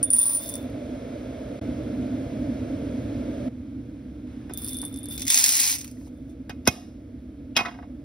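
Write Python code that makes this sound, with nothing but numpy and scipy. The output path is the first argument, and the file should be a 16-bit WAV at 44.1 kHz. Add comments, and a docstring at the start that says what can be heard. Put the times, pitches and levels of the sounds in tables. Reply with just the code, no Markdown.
"""Coffee beans strike a standing glass jar, then slide in the held jar and pour into a plastic hopper.
Beans ring the glass modes, clack on each other and drive the plastic; last, a lid snaps and a switch clacks and
rattles as contacts drive housing modes, a treble crack and a thump. An extractor fan of shaped noise drones behind;
the background has its own level in each passage and sinks under loud near sounds. A noise tail gives the
kitchen's reverberation."""
import sys
import numpy as np
from scipy import signal
from scipy.fft import rfft, irfft, next_fast_len
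from scipy.io import wavfile
from scipy.ndimage import uniform_filter1d

SR = 44100
rng = np.random.default_rng(int(sys.argv[2]) if len(sys.argv) > 2 else 0)


def bounce(signal):
    """Save signal as a 16-bit WAV file at the path given by the first command-line argument."""
    frames = np.transpose(np.atleast_2d(signal))
    limited = np.clip(frames, -1, 1)
    pcm = np.round(limited * 32767).astype(np.int16)
    wavfile.write(sys.argv[1], SR, pcm)


N = 354563

# glass jar modes, wall's lowest first: pitch_hz, standing_db, held_db, undamped_t60_s
JAR_MODES = [(3536, -38, -19, .3), (9498, 2.5, -21, .17), (1120, -30, -40, .03), (4172, -40, -40, .1),
             (4930, -36, -15, .04), (5950, -36, -28, .02), (9345, -19, 1.5, .08), (9255, -26, 1.5, .06),
             (9733, -23, -30, .08), (11080, -24, -4, .25), (12900, -22, -10, .2), (14870, -24, -20, .07),
             (14590, -26, -40, .07), (15420, -14, -8, .03)]


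def amp(db):
    """dB to gain."""
    return 10 ** (np.asarray(db) / 20)


def rms_one(x):
    """Scale to rms 1."""
    return x / np.sqrt(np.mean(x ** 2) + 1e-20)


def in_time(rows, outside=None):
    """Columns of a curve table, one value a sample."""
    s, *columns = np.transpose(rows)
    return [np.interp(np.arange(N) / SR, s, c, outside, outside) for c in columns]


def at_hz(points, hz):
    """Read a spectrum on a log-frequency axis."""
    point_hz, level_db = np.array(points)[:, 0], np.array(points)[:, 1]
    return np.interp(np.log(hz), np.log(point_hz), level_db)


def ring(impulses, hz, t60_s):
    """Two-pole resonance: a unit impulse starts a decaying sine of height 1."""
    radius, w = amp(-60 / (t60_s * SR)), 2 * np.pi * hz / SR
    return signal.lfilter([0, np.sin(w)], [1, -2 * radius * np.cos(w), radius * radius], impulses + 1e-18)


def add(out, s, sound):
    """Mix a short sound in at time s."""
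    i = round(s * SR)
    out[i:i + len(sound)] += sound[:N - i]


def high(x, hz):
    """Steep high-pass."""
    return signal.sosfilt(signal.butter(4, hz, "high", fs=SR, output="sos"), x)


def coloured(spectrum):
    """Two unrelated steady noises with the given spectrum; joint rms 1."""
    size = next_fast_len(N)
    hz = np.maximum(np.arange(size // 2 + 1) * SR / size, 1)
    noise = rfft(rng.standard_normal((2, size)))
    return rms_one(irfft(noise * amp(at_hz(spectrum, hz)), size)[:, :N])


def clicks(per_s, spread_db):
    """Random clicks of uneven size, with expected mean power near 1."""
    sizes = amp(spread_db * np.minimum(rng.exponential(1, N), 5)) * rng.choice([-1, 1], N)
    share = np.clip(per_s / SR, 1e-4, 1)
    return rms_one(sizes) * (rng.random(N) < share) / np.sqrt(share)


def clatter(train, spectrum, cycles):
    """Clicks dealt to short resonances spread over the spectrum; a unit train gives rms near 1."""
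    pitches = np.geomspace(spectrum[0][0], spectrum[-1][0], 40)
    gains = amp(at_hz(spectrum, pitches)) * pitches / np.sqrt(cycles * SR)    # level per Hz
    power = np.mean(gains ** 2 * cycles / pitches) * SR / (12 * np.log(10))
    gains = gains / np.sqrt(power)
    dealt = rng.integers(0, 40, N)
    return sum(g * ring(train * (dealt == k), hz, cycles / hz)
               for k, (hz, g) in enumerate(zip(pitches, gains)))


def glass_hits():
    """Each bean rings every jar mode with a strength of its own and adds a dry tick."""
    # beans striking the glass: start_s, relative ring_db, relative tick_db, tick_hz
    hits = [(0.0292, -12.5, -25, 10020), (0.1031, -13, -27, 10100), (0.1294, -12.5, -34, 9940),
            (0.1344, -9, -29.5, 10640), (0.1584, -17.5, -35, 15430), (0.1641, -14.5, -30, 10160),
            (0.1813, -25.5, -28.5, 14600), (0.1844, -10, -27, 10400), (0.1895, -9.5, -29, 10080),
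            (0.1964, -13, -34, 10000), (0.2129, -16, -33, 10260), (0.2179, -13, -29, 15240),
            (0.2294, -13, -30, 10100), (0.2409, -23.5, -34.5, 10000), (0.2557, -16, -28.5, 10070),
            (0.2638, -14.5, -26.5, 15400), (0.2808, -14.5, -31, 10000), (0.2862, -19.5, -30, 10900),
            (0.2954, -17.5, -30, 10100), (0.3154, -19, -34, 10200), (0.3226, -22.5, -30, 10410),
            (0.3324, -18, -30, 15490), (0.3481, -14.5, -27.5, 11400), (0.3614, -21, -34.5, 10200),
            (0.3687, -19.5, -31.5, 10340), (0.3736, -20.5, -34.5, 10720), (0.3944, -28.5, -33.5, 10620),
            (0.4154, -31.5, -35.5, 15100), (0.4295, -38.5, -35.5, 11010), (0.4366, -31, -31, 11070),
            (0.4593, -35.5, -33, 10070), (0.4704, -37, -39.5, 10110), (0.4791, -35, -33, 11020),
            (0.4895, -28, -27.5, 11570), (0.4952, -22, -27.5, 9910), (0.5158, -34, -43, 11070),
            (0.5388, -29, -25.5, 10250), (0.5536, -24.5, -24, 10100), (0.5646, -44, -40, 10950),
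            (0.5784, -63, -40, 11050), (0.6268, -70, -51, 10300), (0.6997, -59, -53.5, 11610),
            (4.5361, -25, -34, 11460), (4.5741, -36, -26, 15200), (4.6179, -32.5, -44, 11260),
            (4.6453, -21.5, -38, 11640), (4.663, -37.5, -35, 11000), (4.6838, -30.5, -27.5, 11100),
            (4.6914, -29, -29, 11130), (4.7316, -26, -33, 11100), (4.7444, -37, -36.5, 11040),
            (4.7683, -25.5, -35, 11280), (4.7867, -24, -33.5, 11200), (4.816, -23, -31, 11100),
            (4.8249, -40.5, -42.5, 11100), (4.8377, -31.5, -42, 11250), (4.8509, -26.5, -35, 11100),
            (4.8644, -35.5, -47, 11100), (4.8797, -36.5, -56.5, 11100), (4.9272, -39.5, -56, 11100),
            (4.9407, -42, -34.5, 10840), (4.9606, -32.5, -40.5, 11400), (4.9732, -40.5, -41.5, 11170),
            (4.9874, -32.5, -52, 11100), (5.0054, -54.5, -47, 11100), (5.031, -35, -53, 11100),
            (5.0404, -33.5, -56, 11100), (5.0564, -45.5, -33, 11230), (5.0858, -30, -43.5, 11100),
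            (5.1004, -32.5, -43, 11100), (5.109, -33.5, -31.5, 14800), (5.1258, -33.5, -57, 11100),
            (5.137, -33, -43.5, 10450), (5.1518, -35.5, -42, 11100), (5.1584, -39.5, -42, 11100),
            (5.1929, -45.5, -39.5, 10900), (5.2054, -42.5, -45.5, 11100), (5.216, -34, -41, 10900),
            (5.2292, -35.5, -42, 10800), (6.1444, -68, -70, 10800), (6.1744, -63.5, -70, 11300),
            (6.2944, -64, -63.5, 11100)]
    # standing jar as it fills: start_s, ring_time_share (0-1), ring_db, attack_s
    fill_s, *filling = np.transpose([(.14, 0.65, -2, 0.000079), (.2, 0.5, -0.5, 0.00078),
                                     (.36, 0.85, -1, 0.00061), (.42, 0.35, -8.5, .0002)])
    # jar in the hand: ring_time_share (0-1), ring_db, attack_s
    held_setting = (0.51, -3.5, .0004)
    lifted_s = 4.0
    bean_share, share_spread = [.85, .5], .1    # ring time left by beans on the glass: standing, held
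    tick_gain_db, tick_t60_s, tick_swell_s = 3.5, 0.012, 0.00077
    tick_ring_db, tick_ring_t60_s = -9, 0.0049
    tick_low_hz = [5530, 4200]    # standing, held

    out, ticks, t = np.zeros(N), np.zeros((2, N)), np.arange(SR // 3) / SR
    tick_t = t[:900]
    tick_envelope = amp(-60 * tick_t / tick_t60_s) * np.minimum(tick_t / tick_swell_s, 1)
    modes = np.array(JAR_MODES)
    next_hits = list(hits[1:]) + [(N / SR,)]
    for (s, hit_db, tick_db, tick_hz), next_hit in zip(hits, next_hits):
        held = int(s > lifted_s)
        share, ring_db, attack_s = held_setting if held else [np.interp(s, fill_s, c) for c in filling]
        damping = share * (bean_share[held] + share_spread * rng.standard_normal())
        t60_s = modes[:, 3:] * np.clip(damping, .05, 2)
        gains = amp(hit_db + ring_db + modes[:, 1 + held] + rng.normal(0, 2.0, len(modes)))
        envelope = amp(-60 * t / t60_s) * np.minimum(t / max(attack_s, 1 / SR), 1)
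        if not held:    # the next bean lands on the same floor and stills it
            since_next_s = t - next_hit[0] + s
            envelope = envelope * np.clip(1 - since_next_s / max(attack_s, .0005), 0, 1)
        add(out, s, gains @ (np.sin(2 * np.pi * modes[:, :1] * t) * envelope))
        tick = amp(tick_db + tick_gain_db) * rng.standard_normal(900) * tick_envelope
        add(ticks[held], s, tick + amp(tick_ring_db) * ring(tick, tick_hz, tick_ring_t60_s))
    return out + sum(high(tick, hz) for tick, hz in zip(ticks, tick_low_hz))


def wall_tone(rows):
    """Many small taps keep the jar wall's lowest mode singing."""
    taps_per_s, t60_s = 300, .2
    evenness = .7    # evenness of the tone's level: share 0-1
    tone = ring(clicks(taps_per_s, spread_db=-0.5), JAR_MODES[0][0], t60_s)
    tone = tone / uniform_filter1d(tone ** 2, size=1500) ** (evenness / 2)
    return amp(in_time(rows, outside=-200)[0] + 2.0) * rms_one(tone)


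def jostling():
    """Beans clack on each other and keep the jar's wall and its upper modes ringing."""
    # beans moving in the jar, a list each standing and held: start_s, relative clack_db, relative glass_db
    moves = [
        [(0.03, -67.5, -68), (0.125, -61.5, -64), (0.16, -45.5, -56), (0.2, -45.5, -50), (0.33, -46, -48.5),
         (0.385, -51.5, -54), (0.43, -48, -58.5), (0.556, -55.5, -69), (0.66, -75, -100)],
        [(4.525, -79.5, -57), (4.6, -54, -41), (4.7, -51.5, -35), (4.8, -65.5, -48.5), (4.9, -66.5, -64),
         (5.08, -76.5, -60), (5.12, -46, -55), (5.25, -73.5, -56.5), (5.31, -59.5, -54.5)],
    ]
    # bean clack spectrum: pitch_hz, level_db
    bean = [(1600, -29), (3000, -32.5), (4000, -29.5), (5000, -7.5), (6200, -14), (8000, -13),
            (10500, -9.5), (13000, 3.5), (16000, -4)]
    # wall's lowest mode, a list each standing, held and lifted away: start_s, relative level_db
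    wall_levels = [
        [(0.03, -63), (0.044, -57.5), (0.08, -52.5), (0.11, -60), (0.136, -56.5), (0.15, -59), (0.186, -48.5),
         (0.226, -47), (0.266, -60), (0.326, -58), (0.366, -65), (0.398, -53), (0.474, -49), (0.496, -53.5),
         (0.52, -51.5), (0.542, -47.5), (0.7, -70.5)],
        [(4.5, -67), (4.536, -59), (4.586, -45), (4.604, -55), (4.77, -42.5), (4.862, -48.5), (4.892, -59.5),
         (4.972, -50.5), (4.982, -55), (5.09, -52), (5.114, -43.5), (5.2, -49.5), (5.224, -39), (5.258, -56),
         (5.298, -33), (5.334, -40), (5.352, -35.5), (5.4, -38)],
        [(6.1, -94), (6.122, -93), (6.14, -79), (6.206, -74), (6.228, -89), (6.248, -83), (6.272, -94),
         (6.296, -73), (6.314, -74), (6.352, -94), (6.4, -91)],
    ]
    # air and beans in the jar's belly: pitch_hz, t60_s, [standing_db, held_db]
    thud_hz, thud_t60_s, thud_db = (1000, 0.0033, [-5, -15.5])
    blows_per_s, upper_rings_db = 5200, [12.5, -2.5]    # upper modes: standing, held

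    out = 0
    for pose, rows in enumerate(moves, 1):
        clack_db, glass_db = in_time(rows, outside=-200)
        upper_db = glass_db + upper_rings_db[pose - 1]
        taps = clicks(blows_per_s / 8, spread_db=6.0)     # few of the blows reach the glass
        upper = sum(amp(mode[pose] - 29.5) * ring(taps * amp(upper_db), mode[0], 0.6 * mode[3])
                    for mode in JAR_MODES[1:])
        blows = amp(clack_db + 9.0) * clicks(blows_per_s, spread_db=1.5)
        clack = clatter(blows, bean, cycles=11.0)
        belly = ring(ring(taps, thud_hz, thud_t60_s), 1.2 * thud_hz, thud_t60_s)
        thud = rms_one(belly) * amp(clack_db + thud_db[pose - 1])
        out = out + high(clack + upper, hz=1506) + thud
    return out + sum(wall_tone(rows) for rows in wall_levels)


def pour():
    """A dense stream of beans excites the plastic hopper, single hard hits standing out of it."""
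    # beans streaming, then settling: start_s, relative level_db
    stream = [(5.24, -67), (5.27, -56), (5.31, -36), (5.43, -35.5), (5.45, -35.5), (5.6, -33.5),
              (5.7, -34.5), (5.755, -42.5), (5.78, -56), (5.85, -63), (5.95, -77), (6.08, -72.5),
              (6.095, -87.5), (6.27, -87.5), (6.3, -76.5), (6.34, -90)]
    # hopper spectrum: pitch_hz, level_db
    hopper = [(600, -6.5), (900, -3), (1300, 2.5), (1700, -9.5), (2200, -1.5), (2700, -3), (3100, -21),
              (3600, -4.5), (4400, -4), (5700, 3.5), (8000, 3.5), (11000, -3), (16000, -3.5)]
    # single beans on the hopper wall: start_s, relative level_db
    wall_hits = [(5.1769, -19.5), (5.1854, -36), (5.1941, -23), (5.2046, -24.5), (5.2185, -17),
                 (5.223, -31.5), (5.2306, -31), (5.2418, -34.5), (5.2512, -23), (5.2662, -16.5),
                 (5.2724, -18.5), (5.2788, -8.5), (5.2911, -18.5), (5.301, -2.5), (5.3035, -6),
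                 (5.3146, -10.5), (5.321, -10), (5.3278, -13.5), (5.3335, -10.5), (5.3425, -5),
                 (5.3542, -5.5), (5.366, -9.5), (5.3738, -1), (5.3857, -7.5), (5.391, -9), (5.3982, -7.5),
                 (5.4095, -11), (5.421, -15.5), (5.4291, -16.5), (5.4362, -9.5), (5.4395, -2),
                 (5.4443, -11), (5.4513, -12.5), (5.4604, -5.5), (5.4641, -14), (5.4753, -12.5),
                 (5.482, -11), (5.4891, -4), (5.5014, -15.5), (5.5082, -13), (5.5208, -10), (5.5301, -18),
                 (5.541, -16), (5.5454, -18.5), (5.5514, -12), (5.5566, -14), (5.5623, -15.5),
                 (5.567, -12.5), (5.5889, -11.5), (5.5977, -6.5), (5.6016, -10.5), (5.6153, -12),
                 (5.631, -12), (5.639, -8.5), (5.6536, -14), (5.6641, -15), (5.6759, -14), (5.6837, -20),
                 (5.6956, -14.5), (5.7039, -15), (5.7145, -16.5), (5.7248, -11.5), (5.7387, -16.5),
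                 (5.75, -19), (5.758, -22.5), (5.765, -24), (5.7827, -22), (5.788, -24.5), (5.7946, -29.5),
                 (5.8066, -26), (5.811, -25), (5.8298, -37), (5.8435, -22.5), (5.869, -42), (5.8764, -31.5),
                 (5.9021, -48), (5.9117, -36.5)]
    stream_per_s, swell_s, hit_t60_s = 11000, .0015, .022

    train = amp(in_time(stream, outside=-200)[0] + 9.5) * clicks(stream_per_s, spread_db=-4.0)
    t = np.arange(SR // 40) / SR
    envelope = np.minimum(t / swell_s, 1) * amp(-60 * t / hit_t60_s)
    for s, hit_db in wall_hits:      # a hit is a short flurry of contacts
        add(train, s, amp(hit_db - 5.5) * rng.standard_normal(len(t)) * envelope)
    rattle = clatter(train, hopper, cycles=28.0)
    # the thin wall radiates little below its first modes
    return high(rattle, hz=1616) + amp(-8) * high(rattle, hz=614)


def knocks():
    """Chattering contacts drive housing modes, a crack and a thump; returns direct sound and wall feed."""
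    # knocks on the grinder's housing: start_s, relative level_db, thump_db, treble_db (relative to level_db),
    # contact_t60_s, tilt_db_per_octave, favoured_hz, clean_ring_db
    blows = [(4.495, -36, -37.5, -28, 0.054, -6.5, 1930, -2), (4.508, -56, -33, -22, 0.039, 10.5, 716, -9),
             (4.828, -38, -43, -32, 0.045, -9, 1930, -2), (4.842, -50, -40, -30, 0.046, -4.5, 1020, 2),
             (5.971, -52, -69, -41, 0.015, 0, 1930, 14), (6.011, -48, -70, -40.5, 0.02, -3, 2170, 5),
             (6.071, -54, -70, -40, 0.033, -7, 1000, 5.5), (6.379, -55, -58, -39.5, 0.011, -1.5, 1200, -3),
             (6.494, -26.5, -32.5, -24.5, 0.062, -0.5, 1790, -2),
             (6.654, -36, -49.5, -18.5, 0.019, 10, 5100, -3),
             (6.665, -26.5, -45, -29.5, 0.074, -0.5, 2040, -7),
             (6.6728, -2, -21.5, -24.5, 0.0086, -7, 1634, 7.5),
             (6.6745, -1.5, -11, -12.5, 0.011, 8.5, 5200, -8.5),
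             (7.553, -36.5, -60, -66, 0.065, 0.5, 2782, 4), (7.558, -25.5, -49, -68, 0.064, -2.5, 2793, 1),
             (7.5643, -9.5, -32, -22, .03, 5.5, 2600, 10), (7.5675, -7.5, -31, -23.5, 0.036, 2.5, 716, 5),
             (7.576, -15, -35.5, -22, 0.028, -5.5, 1530, 1), (7.588, -14, -31, -33, 0.05, -3, 2503, 8.5),
             (7.598, -23, -43, -27, 0.025, 1, 2503, 12), (7.606, -18.5, -29, -33, 0.044, -3.5, 1790, 0),
             (7.632, -33, -47, -31, 0.041, -3, 1000, 4), (7.65, -25.5, -41, -38, 0.032, -2.5, 1250, 11.5),
             (7.657, -19.5, -47, -39, 0.041, -5, 1930, 5.5), (7.666, -30, -37.5, -42, .03, -4, 1000, -3),
             (7.682, -29, -42, -38, 0.054, -6, 908, 7), (7.71, -40, -52, -35, 0.084, -3, 1530, -2),
             (7.74, -43, -59.5, -36, 0.1, -6, 1530, -8), (7.787, -39, -55, -39, 0.036, -10, 1600, 4),
             (7.825, -41, -57, -38, 0.052, -10, 1740, 7)]
    # plastic housing modes: pitch_hz, relative level_db, t60_s
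    housing = [(597, -37.5, 0.024), (716, -6.5, 0.063), (1000, 5, 0.0053), (1250, -3.5, 0.029),
               (1530, -3, 0.0189), (1930, -0.5, 0.016), (2170, -5.5, 0.035), (2503, -10.5, 0.079),
               (2810, -4, 0.0253), (3277, -7, 0.025), (3735, -1.5, 0.011), (4530, -2.5, 0.0038),
               (4900, -3, 0.011), (5560, -1.5, 0.006), (6480, -5, 0.0086)]
    # low modes of the body on the counter: pitch_hz, level_db, t60_s
    body = [(123.9, -2, 0.04), (195, -16.5, 0.16), (245, 1.5, 0.033), (364, -0.5, 0.019),
            (487, -9.5, 0.023), (669, -7, 0.023)]
    attack_s, favour_octaves = .0013, .15
    thump_lag_cycles = 0.75   # each low mode sets in this late

    out, crack, push = np.zeros((2, N)), np.zeros((2, N)), np.zeros(N)
    t = np.arange(SR // 6) / SR
    for s, knock_db, thump_db, treble_db, contact_t60_s, tilt_db, favoured_hz, clean_db in blows:
        swell = np.minimum(t / attack_s, 1) * amp(-60 * t / np.clip(contact_t60_s, .005, .2))
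        chatter = rng.standard_normal(len(t)) * swell
        # summed over all directions the chatter's colour evens out: the walls get one click
        blow = np.sqrt(np.sum(swell ** 2)) * (t == 0)
        for side, contact in enumerate([chatter, blow]):
            for k, (hz, mode_db, t60_s) in enumerate(housing):
                # a clean blow rings the modes near the spot that is struck
                nearness = np.exp(-(np.log2(hz / favoured_hz) / favour_octaves) ** 2)
                clean = (side == 0) * amp(clean_db) * nearness
                gain = (-1) ** k * amp(knock_db + mode_db - 25.5 + tilt_db * np.log2(hz / 2000))
                add(out[side], s, gain * ring(contact + clean * blow, hz, t60_s))
            add(crack[side], s, amp(knock_db + treble_db + 16.0) * contact * amp(-60 * t / 0.065))
        add(push, s, amp([thump_db]))
    thump = sum((-1) ** k * amp(db) * ring(np.roll(push, int(thump_lag_cycles * SR / hz)), hz, t60_s)
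                for k, (hz, db, t60_s) in enumerate(body))
    crack = signal.sosfilt(signal.butter(2, 12500, fs=SR, output="sos"), high(crack, hz=5770))
    return out + crack + high(thump, hz=70)


def scattered(x):
    """A decorrelated second channel: the same spectrum through a chain of short all-pass delays."""
    # all-pass delays: delay_s, strength (0-1)
    delays = [(.0007, .5), (.0013, .55), (.0023, .5), (.0037, .45)]
    size = next_fast_len(N + SR // 4)
    spectrum, hz = rfft(x, size), np.arange(size // 2 + 1) * SR / size
    for delay_s, strength in delays:
        late = np.exp(-2j * np.pi * hz * delay_s)
        spectrum = spectrum * (late - strength) / (1 - strength * late)
    return irfft(spectrum, size)[:N]


def kitchen(x):
    """Diffuse tail: two decaying noises, duller with time."""
    level_db, t60_s, wall_cut_hz = -20, 0.48, 9000
    t = np.arange(SR // 2) / SR
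    noise = rng.standard_normal((2, len(t)))
    dull = signal.sosfilt(signal.butter(1, wall_cut_hz, fs=SR, output="sos"), noise)
    tail = dull + (noise - dull) * amp(-60 * t / 0.2975)    # extra decay of the treble
    tail = tail * amp(-60 * t / t60_s) * np.minimum(t / 0.0047, 1)
    tail = tail / np.sqrt(np.sum(tail ** 2, axis=1, keepdims=True))
    return amp(level_db) * signal.fftconvolve(x[None], tail, axes=1)[:, :N]


def sinking(near):
    """Background attenuation in dB: follows near level above a threshold, recovers at a steady rate."""
    from_db, db_per_db, smoothing_s, recover_db_per_s = -34, 0.7573, 0.04, 39
    hop = 256
    level_db = 10 * np.log10(uniform_filter1d(near ** 2, size=1024)[::hop] + 1e-12)
    over_db = db_per_db * np.maximum(level_db - from_db, 0)
    r = np.exp(-hop / (smoothing_s * SR))
    over_db = signal.lfilter([1 - r], [1, -r], over_db)
    recovery_db = recover_db_per_s * np.arange(len(level_db)) * hop / SR
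    sunk_db = np.maximum.accumulate(over_db + recovery_db) - recovery_db
    return np.interp(np.arange(N) / hop, np.arange(len(over_db)), sunk_db)


def faded(steps_db):
    """Spread each level step over 6 ms."""
    return uniform_filter1d(steps_db, size=int(.006 * SR))


def fan(near):
    """Extractor fan: a low noise drone with rumble below it and the duct's rushing air above."""
    # background level of each passage: start_s, drone_db, then relative to the drone: rumble_db, duct_db, hiss_db
    starts, drone_db, *levels_db = np.transpose([(0, -35, -11, -6, -13), (1.608, -29.5, -13, -11, -17.5),
                                                 (3.487, -37.5, -8.5, -20.5, -21),
                                                 (4.27, -37.5, -6.5, -22, -17.5),
                                                 (5.903, -40, -7, -18.5, -22),
                                                 (6.603, -40.5, -5.5, -18, -21.5)])
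    # drone spectrum: pitch_hz, relative level_db_per_hz
    drone_body = [(41, -41), (70, -15.5), (108, -3), (140, -8.5), (178, -15), (193, -11), (231, -3),
                  (248, 3.5), (308, -3), (365, -17.5), (409, -28), (480, -15), (620, -59), (1060, -120)]
    # rumble spectrum: pitch_hz, relative level_db_per_hz
    rumble = [(15, -28), (40, -0.5), (65, 12), (90, 3.5), (130, -47.5)]
    # duct band spectrum: pitch_hz, relative level_db_per_hz
    duct = [(250, -48), (340, -6.5), (450, -2.5), (520, -1), (600, 3.5), (690, -3), (760, -24.5),
            (1000, -48.5)]
    # hiss spectrum: pitch_hz, relative level_db_per_hz
    hiss = [(500, 7.5), (800, 3), (1100, -2), (1300, 1.5), (1450, 1), (1700, -0.5), (1950, -4), (2100, 0.5),
            (2280, -1), (2600, -4.5), (3050, -7), (3300, -4), (4500, -11), (7000, -13), (9000, -17),
            (16000, -32)]
    # short gap in the background between two passages: time_s, gain_db
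    gap = [(1.594, 0), (1.599, -28), (1.609, -28), (1.614, 0)]

    part = np.maximum(np.searchsorted(starts, np.arange(N) / SR, "right") - 1, 0)
    air = sum(amp(faded(db[part])) * coloured(spectrum)
              for db, spectrum in zip(levels_db, [rumble, duct, hiss]))
    level_db = faded(drone_db[part]) - sinking(near) + in_time(gap)[0]
    return amp(level_db) * (coloured(drone_body) + air)


def scene():
    """Channel 0 is the main signal, channel 1 a decorrelated companion for the stereo image."""
    beans = glass_hits() + jostling() + pour()
    knock, knock_to_walls = knocks()
    near = beans + knock
    return np.array([near, scattered(near)]) + kitchen(beans + knock_to_walls) + fan(near)


def record(dry):
    """Stereo image: right is a phase-turned mix of left and companion; peaks are rounded, the top is cut."""
    # stereo image: pitch_hz, left_lead_turns, likeness (0-1)
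    image_hz, *columns = np.transpose([(50, 0, 1), (350, -.05, .99), (700, -.2, .9), (1100, .08, .4),
                                       (1700, .06, .8), (2200, .09, .8), (2900, .15, .4), (3900, .09, .7),
                                       (5000, .02, .9), (6100, .3, .65), (6800, .5, 1), (8050, .5, 1),
                                       (8900, .75, .55), (9750, 1, 1), (11550, 1, 1), (12100, 1.25, .5),
                                       (12700, 1.5, 1), (14250, 1.5, 1), (15000, 1.75, .4), (15600, 2, .95),
                                       (17000, 2, .95)])
    # level balance of the channels: pitch_hz, left_minus_right_db
    balance = [(50, -.2), (120, -1.2), (350, -2), (700, -4), (1100, -2.5), (1700, -0.5), (2200, 0.5),
               (4000, -0.5), (8000, 0)]
    cutoff_hz = 16000

    size = next_fast_len(N + 4096)
    left, other = rfft(dry, size)
    hz = np.arange(len(left)) * SR / size
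    turns, alike = [np.interp(hz, image_hz, c) for c in columns]
    alike = np.clip(alike, 0, 1)
    lean = amp(at_hz(balance, hz + 1) / 2)
    right = (alike * left + np.sqrt(1 - alike ** 2) * other) * np.exp(-2j * np.pi * turns)
    pair = irfft(np.array([left * lean, right / lean]), size)[:, :N]
    # the deepest bass is cut
    pair = signal.sosfilt(signal.butter(2, 42, "high", fs=SR, output="sos"), pair)
    pair = pair / (1 + pair ** 4) ** .25
    return signal.sosfilt(signal.cheby2(20, 80, cutoff_hz + 250, fs=SR, output="sos"), pair)


dry = scene()
out = record(dry)
bounce(out)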